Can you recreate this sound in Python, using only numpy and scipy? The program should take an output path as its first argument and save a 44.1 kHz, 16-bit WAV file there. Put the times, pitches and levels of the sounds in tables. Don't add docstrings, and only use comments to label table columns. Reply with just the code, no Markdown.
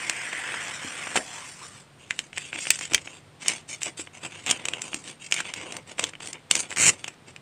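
import sys
import numpy as np
from scipy import signal
from scipy.fft import rfft, irfft
from scipy.io import wavfile

SR = 44100
rng = np.random.default_rng(int(sys.argv[2]) if len(sys.argv) > 2 else 0)


def bounce(signal):
    frames = np.transpose(np.atleast_2d(signal))
    limited = np.clip(frames, -1, 1)
    pcm = np.round(limited * 32767).astype(np.int16)
    wavfile.write(sys.argv[1], SR, pcm)


N = 326781
BASS_EDGE_HZ, TREBLE_EDGE_HZ = 1400, 3600
CONTROL_STEP_S = 0.001


def amp(db):
    return 10 ** (np.asarray(db) / 20)


def unit(x):
    return x / np.sqrt(np.mean(x ** 2) + 1e-20)


def read(points, hz):
    f, value = np.transpose(points)
    return np.interp(np.log(hz + 1), np.log(f + 1), value)


def add(mix, s, sound):
    part = mix[max(round(s * SR), 0):][:len(sound)]
    part += sound[:len(part)]


def wander(count, hz):
    knots = rng.standard_normal(4096)
    return np.interp(np.arange(count) * hz / SR, np.arange(len(knots)), knots)


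def envelope(t, start, end, attack_s, release_s):
    attack = np.clip((t - start) / attack_s, 1e-5, 1)
    return attack * np.exp(-np.clip((t - end) / release_s, 0, 12))


def colour(x, points, ripple_db=0, pitch=1, ripple_hz=200, size=2048):
    hz = abs(np.fft.fftfreq(size, 1 / SR))
    heights = np.clip(rng.standard_normal(size), -2, 2)
    ripple = np.interp(hz / ripple_hz, np.arange(size), heights)
    ripple *= np.minimum(hz / TREBLE_EDGE_HZ, 1)
    log_gain = np.log(amp(read(points, hz / pitch) + ripple_db * ripple))
    ring = np.fft.ifft(np.exp(np.conj(signal.hilbert(log_gain)))).real
    return signal.oaconvolve(x, ring[:size // 2])[:len(x)]


def registers(x):
    edges = [([BASS_EDGE_HZ, TREBLE_EDGE_HZ], "bandpass"), (TREBLE_EDGE_HZ, "highpass"),
             (BASS_EDGE_HZ, "lowpass")]
    parts = []
    for hz, kind in edges:
        band = signal.butter(3, hz, kind, fs=SR, output="sos")
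        parts.append(unit(signal.sosfiltfilt(band, x, padtype=None)))
    return parts


def voice(x, db, treble_db, bass_db):
    middle, treble, bass = registers(x)
    return amp(db) * (middle + amp(treble_db) * treble + amp(bass_db) * bass)


def crackle(rows, spectrum, grains_per_s, spread_db, hiss_db, clump_db, clump_hz, ripple_db, shift_oct,
            patch_s=0.035, count=16):
    s, *columns = np.transpose(rows)
    t = np.arange(s[0], s[-1], 1 / SR)
    sizes = amp(spread_db * np.minimum(rng.exponential(1, len(t)), 4))
    sizes *= rng.choice([-1, 1], len(t))
    grains = unit(sizes * (rng.random(len(t)) < grains_per_s / SR))
    hiss = amp(hiss_db) * rng.standard_normal(len(t))
    drive = (grains + hiss) * amp(clump_db * wander(len(t), clump_hz))

    step = ((t - s[0]) / patch_s + rng.random(len(t))).astype(int)
    patch = rng.integers(0, count, len(t))[step]
    pitch = 2 ** (shift_oct * np.linspace(-1, 1, count))
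    sound = np.zeros(len(t))
    for k in range(count):
        here = patch == k
        sound += unit(colour(drive * here, spectrum, ripple_db, pitch[k])) * np.sqrt(np.mean(here))

    out = np.zeros(N)
    add(out, s[0], voice(sound, *(np.interp(t, s, column) for column in columns)))
    return out


def peeling():
    # (time [s], level [dB])
    pull_points = [(0, -37), (.15, -41), (.55, -36.5), (.78, -42), (.95, -38), (1.14, -39), (1.235, -50.5),
                   (1.29, -44), (1.46, -47), (1.56, -54), (1.65, -50), (1.7, -58.5), (1.805, -55.5),
                   (1.87, -76)]
    # (frequency [Hz], relative density [dB per Hz])
    glue = [(55, -54), (85, -15), (450, -10.5), (1100, -6.5), (1800, -6.5), (2850, -7.5), (3500, -13),
            (4500, -15.5), (5500, -9.5), (6740, -16), (7600, -7.5), (12000, -20)]
    jerk_s, jerk_width_s, jerk_db = 1.173, 0.021, 11.5
    surge_db, surge_hz = 1.16, 28.1
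    reference_db, treble_db, bass_db = -40, -0.5, -6.5
    treble_slope, thinnest_db = -0.59, -11
    s, pull = np.transpose(pull_points)
    t = np.arange(0, s[-1], CONTROL_STEP_S)
    db = np.interp(t, s, pull)
    jerk = jerk_db * np.exp(-((t - jerk_s) / jerk_width_s) ** 2)
    surges = surge_db * np.interp(t * SR, np.arange(N), wander(N, surge_hz))
    treble = treble_db + treble_slope * np.maximum(db - reference_db, thinnest_db)
    rows = np.column_stack([t, db + jerk + surges, treble, np.full(len(t), bass_db)])
    return crackle(rows, glue, grains_per_s=800, spread_db=1.0, hiss_db=-0.5, clump_db=1.5, clump_hz=199,
                   ripple_db=5.5, shift_oct=0.023)


def strip(rows, width_hz, upper_ratio, upper_db, flutter_db=3, flutter_hz=110, sway_oct=0.07, sway_hz=28):
    s, hz, db = np.transpose(rows)
    t = np.arange(s[0], s[-1], 1 / SR)
    r = np.exp(-np.pi * width_hz / SR)
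    out = np.zeros(N)
    for ratio, mode_db in (1, 0), (upper_ratio, upper_db):
        pitch = ratio * np.interp(t, s, hz) * 2 ** (sway_oct * wander(len(t), sway_hz))
        noise = rng.standard_normal(len(t)) + 1j * rng.standard_normal(len(t))
        swing = signal.lfilter([1], np.poly([r, r]), noise)
        carrier = np.exp(2j * np.pi * np.cumsum(pitch) / SR)
        tone = unit((swing * carrier).real * amp(flutter_db * wander(len(t), flutter_hz)))
        add(out, s[0], tone * amp(np.interp(t, s, db) + mode_db))
    return out


def peel_drone():
    # (time [s], pitch [Hz], level [dB])
    first_pull = [(0, 2300, -39), (.22, 2128, -38), (.47, 1791, -36.5), (.72, 1647, -43.5),
                  (1.14, 1870, -63)]
    second_pull = [(1.18, 623, -48), (1.205, 649, -32.5), (1.235, 690, -52), (1.39, 994, -47.5),
                   (1.55, 953, -65), (1.63, 1052, -43.5), (1.675, 1130, -57), (1.8, 1250, -62)]
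    first = strip(first_pull, width_hz=530, upper_ratio=1.33, upper_db=-11)
    second = strip(second_pull, width_hz=300, upper_ratio=2.7, upper_db=-9)
    return first + second


def workshop(x, tail_db=-14, delay_s=0.0041, size=16384):
    # (frequency [Hz], time to fall by 60 dB [s])
    room = [(150, 0.26), (1000, 0.13), (3000, 0.071), (9000, 0.084)]
    hz, t, z = signal.stft(rng.standard_normal(size), SR, nperseg=256)
    tail = signal.istft(z * amp(-60 * t / read(room, hz)[:, None]), SR)[1]
    tail *= np.arange(len(tail)) / SR > delay_s
    return x + amp(tail_db) * signal.fftconvolve(x, tail / np.linalg.norm(tail))[:N]


def background(air_db=-51.5, hum_hz=147.6, hum_db=-62, waver_db=2):
    # (frequency [Hz], relative density [dB per Hz])
    air_colour = [(20, 6.5), (60, -17), (90, 2), (450, -8), (1050, -11.5), (3400, -17.5), (6400, -27.5),
                  (9300, -23)]
    hz = np.fft.rfftfreq(N, 1 / SR)
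    air = unit(irfft(rfft(rng.standard_normal(N)) * amp(read(air_colour, hz)), N))
    phase = 2 * np.pi * hum_hz * np.arange(N) / SR + 0.51 * wander(N, 8.9)
    hum = unit(np.sin(phase) * amp(waver_db * wander(N, 3.0)))
    return amp(air_db) * air + amp(hum_db) * hum


def snaps(flutter_db=-21, flutter_s=0.0071, creep_db=-21, creep_s=0.0013, rise_s=0.00008, ripple_db=4,
          body_db=10, body_width_hz=850, edge_db=5, edge_hz=7600, edge_scatter_hz=450, edge_width_hz=900,
          evenness=0.73, size=3000, lead_count=150):
    # (time [s], middle level over 5 ms [dB],
    # treble [dB re middle], fading time [s], body resonance [Hz])
    creases = [(0.0965, -24, 4.5, .0019, 2500), (0.3293, -30.5, -12, .0044, 2080),
               (.541, -30, -22, 0.0055, 1930), (1.0704, -33, -23, 0.0059, 1860),
               (1.1586, -27, 1, 0.0025, 1830), (1.1618, -24, 2.5, 0.0068, 2170),
               (1.173, -21, -8, 0.0037, 2400), (2.108, -20.5, -9, 0.00077, 2230),
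               (2.191, -24, -1, .0007, 2660), (2.33, -37.5, -12, .0013, 2380),
               (2.375, -30, -11, 0.0017, 2100), (2.3803, -27.5, -1, 0.0013, 2270),
               (2.53, -28, -20, 0.0013, 1990), (2.559, -31.5, -25, .0013, 2370),
               (2.588, -32.5, -23, 0.0018, 2320), (2.6542, -32, -18, 0.00077, 2300),
               (2.669, -26.5, -20, 0.0019, 2380), (2.7051, -13.5, 6, .0006, 2600),
               (2.7891, -39.5, 10, 0.0045, 2320), (2.81, -34, 2, .0041, 2340),
               (2.9176, -35.5, -12, 0.0045, 2620), (2.935, -27.5, 5, .0015, 2720),
               (2.9464, -14, 2, 0.00048, 2500), (2.9796, -29, -11, 0.00038, 2840),
               (3.074, -34.5, -24, 0.0026, 2550), (3.4603, -32, -9, 0.0027, 2520),
               (3.4824, -26, 13.5, .0011, 2570), (3.8186, -33, -5, .002, 2410),
               (3.832, -32, 9.5, 0.00077, 2560), (3.9947, -39, 2, 0.0046, 2650),
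               (4.072, -40.5, -15, 0.0035, 2400), (4.4632, -32, 3.5, .0025, 2610),
               (4.4698, -31, 0, 0.0024, 2520), (4.491, -32, 0, 0.0012, 2770), (4.501, -30, 8, 0.0009, 2830),
               (4.5106, -23.5, 10.5, 0.0038, 2880), (4.6536, -28.5, 4, 0.0026, 2640),
               (4.6848, -26, 1, 0.0024, 2790), (4.7358, -23.5, -10.5, 0.00074, 2810),
               (4.819, -36.5, 10.5, .0017, 2450), (4.9309, -31, -22, .0028, 2480),
               (4.9437, -29.5, 4, 0.0019, 2670), (5.3125, -38, 6.5, 0.0026, 2470),
               (5.3235, -16, -3, 0.00046, 2770), (5.3411, -34, 11, 0.0023, 2180),
               (5.3896, -31.5, -3, 0.0021, 1780), (5.403, -28.5, 1, .005, 1700),
               (5.4534, -33.5, -16, .0015, 2530), (5.538, -31.5, 2.5, 0.0012, 2600),
               (5.613, -37, -5, 0.0026, 2620), (5.7223, -37.5, 4, 0.0034, 3000),
               (5.742, -46, -3, 0.0015, 2210), (5.7667, -37, 6, 0.003, 2500),
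               (5.982, -34.5, -8, .0029, 2540), (5.9941, -24, 2, 0.0037, 2620),
               (6.04, -23.5, 2.5, .0018, 3060), (6.1342, -39.5, -14, .0032, 2380),
               (6.153, -38, -17, 0.001, 2650), (6.2028, -40, -2.5, 0.0056, 2750),
               (6.273, -40, 7.5, 0.0015, 2580), (6.3308, -42, 11.5, 0.0013, 2310),
               (6.5116, -17.5, 6.5, 0.0017, 2800), (6.5531, -26, 9.5, 0.0019, 2500),
               (6.5644, -34, 9, 0.0042, 2660), (6.7056, -41, 6, 0.0029, 2970),
               (6.7145, -33.5, -7, .003, 1900), (6.7262, -32.5, -4.5, 0.0015, 2130),
               (6.7622, -33, 1, .0014, 2510), (6.77, -28.5, -0.5, 0.0041, 2080),
               (6.865, -24.5, 6.5, 0.002, 2440), (7.0427, -30, -3.5, 0.0017, 2850),
               (7.079, -35.5, 4, 0.0057, 2440), (7.3627, -38.5, -6.5, 0.00094, 2470)]
    # (frequency [Hz], relative density [dB per Hz])
    crease_colour = [(60, -45.5), (200, -13.5), (1100, -11.5), (2400, -5), (4200, -3.5), (7500, 0.5),
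                     (9500, -5.5), (16000, -12)]
    reference_s, reference_bass_db, bass_per_doubling_db = 0.002, -8.5, 5
    level_window_s = 0.005
    out = np.zeros(N)
    t = (np.arange(size) - lead_count) / SR
    after, hz = np.maximum(t, 0), np.fft.rfftfreq(size, 1 / SR)
    for s, db, treble_db, fade, body_hz in creases:
        bass_db = reference_bass_db + bass_per_doubling_db * np.log2(fade / reference_s)
        burst = (1 - np.exp(-after / rise_s)) * np.exp(-(after / fade) ** 2)
        creep = amp(creep_db) * np.exp(-abs(t) / creep_s)
        flutter = amp(flutter_db) * np.exp(-after / flutter_s) * (t > 0)
        flip, tremble = rng.choice([-1, 1], (2, size))

        z = rfft(burst * flip)
        z = z / (abs(z) + 1e-9) ** np.clip(evenness, 0, 1)
        crack = unit(irfft(z, size)) * np.sqrt(np.mean(burst ** 2))

        edge = edge_hz + edge_scatter_hz * rng.standard_normal()
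        body_peak = body_db * np.exp(-((hz - body_hz) / body_width_hz) ** 2)
        edge_peak = edge_db * np.exp(-((hz - edge) / edge_width_hz) ** 2)
        spectrum = read(crease_colour, hz) + body_peak + edge_peak
        snap = colour(crack + (creep + flutter) * tremble, np.column_stack([hz, spectrum]), ripple_db)
        add(out, s + t[0], voice(snap, db, treble_db, bass_db) * np.sqrt(level_window_s * SR / size))
    return out


def flaps(gain_db=3.5, fade_cycles=1.04, rise_cycles=0.15, sag=0.045):
    # (time [s], level before gain_db [dB], starting pitch [Hz])
    thumps = [(0.847, -29.5, 280), (1.157, -12.5, 830), (1.173, -19.5, 454), (2.921, -28, 304),
              (2.944, -27, 454), (2.944, -37, 70), (3.866, -26.5, 663), (3.994, -29.5, 377),
              (4.51, -30, 292), (4.943, -25.5, 307), (5.992, -23, 686), (6.035, -26.5, 530),
              (6.51, -31.5, 273)]
    out, t = np.zeros(N), np.arange(4096) / SR
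    for s, db, hz in thumps:
        cycles = hz * t
        turns = np.log1p(sag * cycles) / sag
        shape = np.exp(-cycles / fade_cycles) * (1 - np.exp(-cycles / rise_cycles))
        add(out, s, amp(db + gain_db) * np.sin(2 * np.pi * turns) * shape)
    return out


def rubbing():
    # (start [s], length [s], middle level before the swell [dB],
    # treble [dB re middle], bass [dB re middle])
    rubs = [(1.987, 0.18, -57.5, 0, -8), (2.102, 0.16, -53.5, 1.5, -10), (2.343, 0.16, -45, 0, -14),
            (2.523, 0.05, -37.5, -5, -8), (2.591, 0.096, -40.5, 6.5, -12),
            (2.733, 0.019, -35.5, 4.5, -17.5), (2.809, 0.048, -37.5, -2, -15.5),
            (2.907, 0.057, -39.5, -2, -3), (2.987, 0.19, -53.5, 2, -3), (3.404, 0.18, -45.5, 2.5, -5),
            (3.464, 0.062, -34.5, 2.5, -8), (3.686, 0.071, -44.5, 5.5, -8.5),
            (3.815, 0.045, -39.5, 4.5, -17), (3.858, 0.021, -37.5, -1.5, -3), (3.975, 0.041, -45, 8, -7.5),
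            (4.135, 0.045, -50.5, 1.5, -3), (4.219, 0.046, -40.5, -0.5, -2), (4.295, 0.28, -47.5, -3, -6.5),
            (4.469, 0.056, -30.5, -3.5, -8), (4.553, 0.093, -45, -9, -5.5), (4.649, 0.15, -48, -2.5, 0),
            (4.811, 0.073, -48, 5.5, 0.5), (4.908, 0.11, -53, 6.5, 1.5), (5.046, 0.07, -46, 2.5, -4),
            (5.203, 0.074, -48.5, 1, -15), (5.312, 0.1, -37, -3, -12.5), (5.448, 0.063, -41, -3.5, -7),
            (5.551, 0.041, -40, -5, -6), (5.598, 0.19, -47.5, -2.5, 2), (5.872, 0.048, -47.5, -1.5, -2),
            (5.98, 0.095, -42, 1, -5), (6.214, 0.082, -45.5, 3, -4.5), (6.332, 0.022, -42.5, -15, -2),
            (6.509, 0.073, -37, 4.5, -6), (6.59, 0.0084, -35.5, 12, -6), (6.627, 0.026, -41.5, -9, -5),
            (6.693, 0.045, -47.5, 4, 2), (6.899, 0.042, -44.5, 1.5, -0.5), (6.977, 0.035, -51, 3.5, -7),
            (7.037, 0.067, -50.5, -3, -5.5), (7.27, 0.034, -50, -2.5, -2)]
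    # (frequency [Hz], relative density [dB per Hz])
    paper = [(55, -33.5), (85, -2.5), (380, 0.5), (1050, -3), (1750, -9), (2370, 1), (2920, -4),
             (3600, -7.5), (4900, -8.5), (8100, -1), (12000, -18.5)]
    attack_s, release_s, swell_db = 0.024, 0.019, 2.5
    t = np.arange(0, N / SR, CONTROL_STEP_S)
    power = np.zeros((3, len(t)))
    for start, length, db, treble_db, bass_db in rubs:
        swell = swell_db * (np.sin(np.pi * np.clip((t - start) / length, 0, 1)) - 0.5)
        shape = envelope(t, start - attack_s / 2, start + length, attack_s, release_s)
        gain = amp(db + swell) * shape
        power += np.outer(amp([0, treble_db, bass_db]), gain) ** 2
    middle, treble, bass = 10 * np.log10(power)
    rows = np.column_stack([t, middle, treble - middle, bass - middle])
    return crackle(rows, paper, grains_per_s=600, spread_db=2.2, hiss_db=-2, clump_db=3.5, clump_hz=170,
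                   ripple_db=6.5, shift_oct=0.14)


def ripping():
    # (frequency [Hz], relative density [dB per Hz])
    tear = [(55, -35.5), (90, -9.5), (1000, -17.5), (1700, -11), (2400, 1), (3100, -7.5), (3350, -27),
            (4100, -4), (5050, -10), (5700, -0.5), (7800, 3), (13000, -12)]
    # (time [s], pitch [Hz], level [dB])
    rip_pull = [(6.775, 1319, -36), (6.803, 1250, -27.5), (6.85, 1500, -52)]
    start_s, end_s, attack_s, release_s = 6.7615, 6.897, 0.031, 0.0041
    slip_hz, slip_db = 108.7, 6.5
    start_db, growth_db = -28.5, 10
    treble_db, treble_change_db, bass_db, bass_change_db = 6.5, -0.5, -8, -2
    t = np.arange(6.7, 7, CONTROL_STEP_S)
    progress = np.clip((t - start_s) / (end_s - start_s), 0, 1)
    slips = slip_db * (0.5 - (t - start_s) * slip_hz % 1)
    shape_db = 20 * np.log10(envelope(t, start_s, end_s, attack_s, release_s))
    db = start_db + growth_db * progress ** 2 + slips + shape_db
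    rows = np.column_stack([t, db, treble_db + treble_change_db * progress, bass_db + bass_change_db * progress])
    rip = crackle(rows, tear, grains_per_s=1800, spread_db=2.0, hiss_db=-4.5, clump_db=0.5, clump_hz=460,
                  ripple_db=4.0, shift_oct=0)
    return rip + strip(rip_pull, width_hz=340, upper_ratio=1.8, upper_db=-6)


def scene():
    paper_sounds = peeling() + peel_drone() + snaps() + flaps() + rubbing() + ripping()
    return (workshop(paper_sounds) + background())[None]


def record(dry):
    # (frequency [Hz], level [dB])
    recorder = [(20, -1), (9450, -0.5), (9900, -27), (10700, -26), (12000, -11.5), (13300, -23),
                (13900, -21), (15600, -34)]
    low_cut = signal.butter(2, 52, "highpass", fs=SR, output="sos")
    x = signal.sosfilt(low_cut, colour(dry[0], recorder))
    high_cut = signal.firwin(511, 16000, window=("kaiser", 9), fs=SR)
    return signal.oaconvolve(np.clip(x, -1, 1), high_cut, "same")[None]


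dry = scene()
out = record(dry)
bounce(out)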